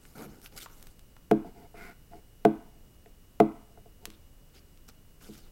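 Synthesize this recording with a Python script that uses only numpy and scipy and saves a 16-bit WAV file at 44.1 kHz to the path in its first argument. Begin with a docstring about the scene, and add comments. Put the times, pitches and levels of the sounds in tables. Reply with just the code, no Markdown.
"""Glue stick on construction paper

A hand smooths paper on a wooden table, close up; slipping fibres shake the top, rasp and hiss.
The stick knocks three times, ringing the table's modes, and smears glue between soft bumps.
The paper ticks as it buckles; the glued piece snaps free and is pressed in place.
A small room, with a low rumble and a faint electronic whine."""
import sys
import numpy as np
from scipy import signal
from scipy.fft import rfft, irfft
from scipy.io import wavfile
from scipy.ndimage import uniform_filter1d

SR = 44100
rng = np.random.default_rng(int(sys.argv[2]) if len(sys.argv) > 2 else 0)


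def log_audio(samples):
    """Write samples as a 16-bit WAV file to the path given in sys.argv[1]."""
    # one column per channel
    frames = np.atleast_2d(samples).T
    # limit to full scale, then quantise
    limited = np.clip(frames, -1, 1)
    pcm = np.round(limited * 32767).astype(np.int16)
    wavfile.write(sys.argv[1], SR, pcm)


N = 242991

# table-top modes: (frequency [Hz], level [dB], t60 [s])
TABLE_MODES = [(145.5, -21.5, 0.2), (213.3, -15.5, 0.22), (234, -37.5, 0.39), (262.5, -34, 0.38),
               (292, -22, .24), (326.3, -15, 0.22), (353, -30.5, .075), (425.6, -9, 0.11),
               (441.6, -17, 0.084), (543.2, -32, 0.22), (572.4, -21, .05), (636, -21, 0.1),
               (688.3, -7, 0.077), (765, -23, 0.066), (820, -33.5, 0.13), (1106, -33, .1),
               (1340, -27, 0.042), (1415, -15.5, 0.02), (1464, -29.5, .02), (2050, -14.5, 0.022),
               (2248, -18.5, 0.013), (2450, -39.5, 0.018)]


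def knocks(touch_db=-17, touch_crack_db=-14, lead_s=0.002, baffle_hz=135):
    """Soft glue touches first, then the stick hits home with a crack; lighter bumps fall around these."""
    # stick landings: (time [s], blow [dB], contact [ms], crack [dB])
    landings = [(1.3132, -0.5, 1.47, -16), (2.4515, -0.53, 0.84, -13.5), (3.402, 0, 0.6, -13.5)]
    # soft bumps of stick and fingers: (time [s], blow [dB], contact [ms])
    bumps = [(.263, -23.5, 3.6), (1.446, -31, 0.72), (1.742, -33.5, 0.91), (2.133, -33, 0.54),
             (2.153, -31, 4.4), (3.059, -39.5, 1.06), (3.774, -35, 0.64), (3.858, -39, 0.96),
             (4.073, -29, 2.9), (5.289, -21, 3.23)]
    # crack spectrum: (frequency [Hz], relative level [dB])
    crack_spectrum = [(300, -30.5), (850, -1.5), (1150, -2), (1500, 11.5), (1850, -1.5), (2300, 3),
                      (2700, -7), (3200, -6), (4200, -13.5), (8000, -19), (12500, -19.5), (16000, -18.5)]
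    out, modes = np.zeros(N), table_modes()
    for start_s, db, contact_ms, crack_db in landings:
        ring = gain_of(db) * blow(modes, contact_ms, baffle_hz)
        crack = gain_of(crack_db) * burst(lambda hz: curve_at(crack_spectrum, hz), decay_ms=1.5, spike=1.8)
        add(out, start_s - lead_s, -gain_of(touch_db) * ring)
        add(out, start_s - lead_s, gain_of(touch_crack_db) * crack)
        add(out, start_s, ring)
        add(out, start_s, crack)
    for start_s, db, contact_ms in bumps:
        low_cut_hz = 0.4 * 1000 / contact_ms  # modes under 0.4 cycle per contact barely move
        add(out, start_s, gain_of(db) * blow(modes, contact_ms, low_cut_hz))
    return highpass(out, baffle_hz)  # air slips round the board: deep bass does not radiate


def table_modes(rise_ms=0.87, travel_ms=0.48, size=20000):
    """Free ring of the table top, one row per mode."""
    hz, db, t60_s = np.transpose(TABLE_MODES)[:, :, None]
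    arrival_ms = np.maximum(travel_ms * (np.sqrt(700 / hz) - 1), 0)  # low bending waves travel slower
    t = np.maximum(np.arange(size) / SR - arrival_ms / 1000, 0)
    rise = 1 - np.exp(-t * 1000 / rise_ms)
    return gain_of(db) * rise * np.sin(2 * np.pi * hz * t) * np.exp(-np.log(1000) * t / t60_s)


def blow(modes, contact_ms, low_cut_hz):
    """A long contact omits the high modes; a glancing touch omits the low ones."""
    contact_cycles = np.array(TABLE_MODES)[:, 0] * contact_ms / 1000
    drive = 1 / (1 + contact_cycles ** 4)
    return highpass(drive @ modes, low_cut_hz)


def glue_smears():
    """Glue over paper: weight shakes the table; hiss follows speed, rasp follows it steeply."""
    # stick strokes: (start [s], end [s], speed [dB], weight [dB])
    smears = [(1.44, 1.51, -7.5, -0.5), (1.546, 1.675, -6.5, -5.5), (1.743, 1.935, 0, -5.5),
              (2.104, 2.2, -7.5, -5), (2.618, 2.695, -22, -15.5), (4.006, 4.07, -11, -10)]
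    # table murmur, sheet rasp and hiss spectra: (frequency [Hz], relative level [dB])
    murmur = [(80, -28), (150, 1.5), (220, 4.5), (330, -3), (430, 4.5), (560, -22.5), (640, -9), (695, 8.5),
              (760, -10.5), (900, -5.5), (1200, -50)]
    rasp = [(600, -20), (1000, -6), (1150, -8.5), (1420, 4.5), (1750, -7), (2150, 4.5), (2500, -6),
            (3000, -23), (4500, -26.5)]
    hiss = [(1500, -25.5), (3000, -5), (4000, -4.5), (5000, 0), (6300, -12), (7600, -8), (9500, -14),
            (12000, -8.5), (16000, -17)]
    tilt_db_per_oct = 0.5
    strokes = [(start_s, end_s, -47 + weight_db, -52 + 2.5 * speed_db, -66 + speed_db, tilt_db_per_oct)
               for start_s, end_s, speed_db, weight_db in smears]
    return friction(strokes, murmur, rasp, hiss,
                    slips_per_s=1700, spread_db=-1.5, steady=0.5, taper=0.49, patchy_db=0.5)


def hand_slides():
    """Hand and paper over paper: weight shakes the table, speed makes hiss, both make the sheet rasp."""
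    # hand strokes: (start [s], end [s], speed [dB], weight [dB], hiss tilt [dB/octave])
    slides = [(0, 0.194, -19, -22.5, 3), (0.15, 0.268, -9, -0.5, 3), (0.248, 0.423, -21.5, -12, 0.5),
              (.42, 0.481, -8.5, -18.5, 4.5), (0.516, 0.579, -18, -11.5, 2), (0.561, .594, 0, -13.5, -0.5),
              (.594, .661, -3.5, -18, 1), (0.649, 0.94, -17.5, -21, 3), (4.098, 4.159, -22, -23, -7),
              (4.535, 4.598, -15.5, -22.5, -4), (4.878, 4.906, -11.5, -14, -2.5),
              (5.205, 5.307, -12.5, -17, -0.5), (5.301, 5.413, -13, -20.5, -.5),
              (5.388, 5.494, -22.5, -25, -3)]
    # table murmur, sheet rasp and hiss spectra: (frequency [Hz], relative level [dB])
    murmur = [(80, -36), (135, -1), (210, -2.5), (330, -6), (450, -4.5), (560, -14), (720, -11.5),
              (950, -16.5), (1300, -62.5)]
    rasp = [(600, -14), (1000, -7.5), (1400, 8), (1800, -3.5), (2200, 2.5), (3000, -14), (4500, -53)]
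    hiss = [(1500, -39), (3000, 3.5), (4500, 7), (6500, 6.5), (9000, 2), (13000, 3.5), (16000, -3)]
    strokes = []
    for start_s, end_s, speed_db, weight_db, tilt_db_per_oct in slides:
        rasp_db = -45.5 + 0.8 * speed_db + 0.48 * weight_db
        strokes.append((start_s, end_s, -44 + weight_db, rasp_db, -45 + speed_db, tilt_db_per_oct))
    return friction(strokes, murmur, rasp, hiss,
                    slips_per_s=2400, spread_db=2.5, steady=0.24, taper=0.51, patchy_db=3.5)


def friction(strokes, murmur, rasp, hiss, slips_per_s, spread_db, steady, taper, patchy_db, size=16384):
    """Fibres catch and slip under each stroke: they shake the table, rasp in the sheet, hiss in air."""
    out = np.zeros(N)
    for start_s, end_s, murmur_db, rasp_db, hiss_db, tilt_db_per_oct in strokes:
        slip_db = spread_db * np.minimum(rng.exponential(1, size), 4)
        kicks = gain_of(slip_db) * rng.choice([-1, 1], size)
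        slipping = rng.random(size) < slips_per_s / SR
        slips = unit_rms(kicks * slipping) + steady * rng.standard_normal(size)
        flexed = sheet_flex(slips, patchy_db)
        tilted_hiss = [(hz, db + tilt_db_per_oct * np.log2(hz)) for hz, db in hiss]
        paths = [(murmur_db, coloured(slips, murmur)),
                 (rasp_db, coloured(flexed, rasp)),
                 (hiss_db, coloured(flexed, tilted_hiss))]
        length = min(round((end_s - start_s) * SR), size)
        swell = np.sin(np.linspace(0, np.pi, length)).clip(0) ** taper
        add(out, start_s, swell * sum(gain_of(db) * unit_rms(path[:length]) for db, path in paths))
    return out


def sheet_flex(x, patchy_db):
    """The sheet flexes under the stroke, so its colour shifts in patches."""
    spectra = signal.stft(x, SR, nperseg=256)[2]
    patches = uniform_filter1d(rng.standard_normal(spectra.shape), size=6, axis=0)
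    patches = uniform_filter1d(patches, size=8, axis=1)
    return signal.istft(spectra * gain_of(patchy_db * unit_rms(patches)), SR)[1][:len(x)]


def paper_snaps(decay_cycles=2.5):
    """Stiff paper buckles or comes unstuck in single ticks; low ones last longer."""
    # ticks: (time [s], level [dB], centre [Hz], width [octaves])
    ticks = [(0.053, -42, 1690, 0.75), (.417, -37, 4000, 5.6), (.4609, -30, 2640, 0.5),
             (0.525, -45, 1850, 1.3), (0.6604, -30.5, 1030, 0.57), (0.827, -33, 2480, 12),
             (.870, -37.5, 1680, 2.6), (.994, -40, 2960, 3.4), (1.166, -42, 1106, 0.87),
             (3.0603, -44, 1990, 0.38), (4.0551, -19.5, 2680, 2.2), (4.103, -35.5, 2470, 1.5),
             (4.775, -46, 3000, 1.3), (4.889, -34, 4000, 3), (5.212, -45, 1340, 0.64),
             (5.465, -50.5, 1090, 1.11)]
    out = np.zeros(N)
    for start_s, db, centre_hz, width_oct in ticks:
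        colour_db = lambda hz: -20 * np.log10(1 + (np.log2((hz + 1) / centre_hz) / width_oct) ** 2)
        decay_ms = decay_cycles * 1000 / centre_hz
        add(out, start_s, gain_of(db) * burst(colour_db, decay_ms, spike=4))
    return out


def burst(colour_db, decay_ms, spike, size=2048):
    """A sharp click and its dying scatter, coloured by a causal filter."""
    t = np.arange(size) / SR
    fade = np.exp(-t * 1000 / decay_ms)
    kick = rng.standard_normal(size) * fade
    kick[0] += spike
    spectrum = np.fft.fft(kick)
    ripple = np.sqrt(uniform_filter1d(abs(spectrum) ** 2, size=15, mode="wrap"))
    hz = abs(np.fft.fftfreq(size, 1 / SR))
    log_gain = np.log(gain_of(np.maximum(colour_db(hz), -70)) / ripple)  # leaves the object's own colour
    minimum_phase = np.exp(np.conj(signal.hilbert(log_gain)))
    click = np.fft.ifft(spectrum * minimum_phase).real
    return click * np.linalg.norm(fade) / np.linalg.norm(click) / 2


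def near_echoes(x, echo_db=-13, decay_s=0.012, low_cut_hz=900, taps_per_s=1500):
    """Hands, body and shelves scatter the treble back within a few hundredths of a second."""
    t = np.arange(SR // 10) / SR
    taps = rng.standard_normal(len(t)) * (rng.random(len(t)) < taps_per_s / SR)
    taps *= (t > 0.002) * np.exp(-t / decay_s)
    treble = highpass(x, low_cut_hz)
    return gain_of(echo_db) * signal.fftconvolve(treble, taps / np.linalg.norm(taps))[:N]


def room(x, wet_db=-21, first_s=0.005, taps_per_s=4000):
    """Sparse reflections of random sign, each band dying at its own rate."""
    # room decay: (frequency [Hz], t60 [s])
    decay_times = [(150, 0.99), (400, 1), (1000, 0.52), (2500, 0.64), (6000, 0.2), (15000, 0.17)]
    # tail spectrum: (frequency [Hz], relative level [dB])
    tail_colour = [(150, -8.5), (400, -18), (700, -13.5), (1000, 10), (1400, 3.5), (2200, 0), (3500, 4),
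                   (6000, 0.5), (15000, -16.5)]
    taps = rng.choice([-1., 1.], SR) * (rng.random(SR) < taps_per_s / SR)
    taps *= np.arange(SR) / SR > first_s
    hz, t, spectra = signal.stft(taps, SR, nperseg=256)
    fade = np.exp(-np.log(1000) * t / curve_at(decay_times, hz)[:, None])
    tail = signal.istft(spectra * fade * gain_of(curve_at(tail_colour, hz))[:, None], SR)[1]
    return gain_of(wet_db) * signal.fftconvolve(x, tail / np.linalg.norm(tail))[:N]


def background(floor_db=-53.5, waver_hz=3.1):
    """Room rumble, microphone hiss and a thin, slightly unsteady electronic whine."""
    # rumble and hiss spectrum: (frequency [Hz], relative level [dB])
    floor_spectrum = [(8.8, -42.5), (15, 7), (27, -0.5), (43, -9), (86, -11), (206, -19), (276, -22),
                      (606, -28.5), (743, -33.5), (1680, -37.5), (2520, -39.5), (2830, -36), (3180, -41),
                      (14100, -41), (15800, -37)]
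    # whine tones: (frequency [Hz], rms level [dB])
    tones = [(2904.5, -78), (5098, -90.5), (5750, -88.5), (8000, -86), (13096, -80.5)]
    drift_hz = waver_hz * coloured(rng.standard_normal(N), [(2, 0), (20, -20), (60, -80)])
    whine = sum(gain_of(db) * np.sqrt(2) * np.sin(2 * np.pi * np.cumsum(hz + drift_hz) / SR)
                for hz, db in tones)
    return gain_of(floor_db) * coloured(rng.standard_normal(N), floor_spectrum) + whine


def gain_of(db):
    """Decibels to amplitude."""
    return 10 ** (np.asarray(db) / 20)


def unit_rms(x):
    """Scales to rms 1."""
    return x / np.sqrt(np.mean(x ** 2) + 1e-20)


def curve_at(points, hz):
    """Linear interpolation on a log-frequency axis."""
    point_hz, values = np.transpose(points)
    return np.interp(np.log(hz + 1), np.log(point_hz + 1), values)


def coloured(x, spectrum):
    """Filters x by a spectrum, to rms 1."""
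    hz = np.fft.rfftfreq(len(x), 1 / SR)
    return unit_rms(irfft(rfft(x) * gain_of(curve_at(spectrum, hz)), len(x)))


def highpass(x, cut_hz):
    """Second-order Butterworth high-pass."""
    return signal.sosfilt(signal.butter(2, cut_hz, "high", fs=SR, output="sos"), x)


def add(mix, start_s, sound):
    """Mixes a sound in at start_s."""
    part = mix[max(round(start_s * SR), 0):][:len(sound)]
    part += sound[:len(part)]


def scene():
    """All the handling on the table, in the room; mono."""
    direct = hand_slides() + glue_smears() + knocks() + paper_snaps()
    return (direct + near_echoes(direct) + room(direct) + background())[None]


def record(dry):
    """Band limit at 16.05 kHz."""
    lowpass_taps = signal.firwin(511, 16050, window=("kaiser", 9), fs=SR)
    return signal.oaconvolve(dry, lowpass_taps[None], "same")


dry = scene()
out = record(dry)
log_audio(out)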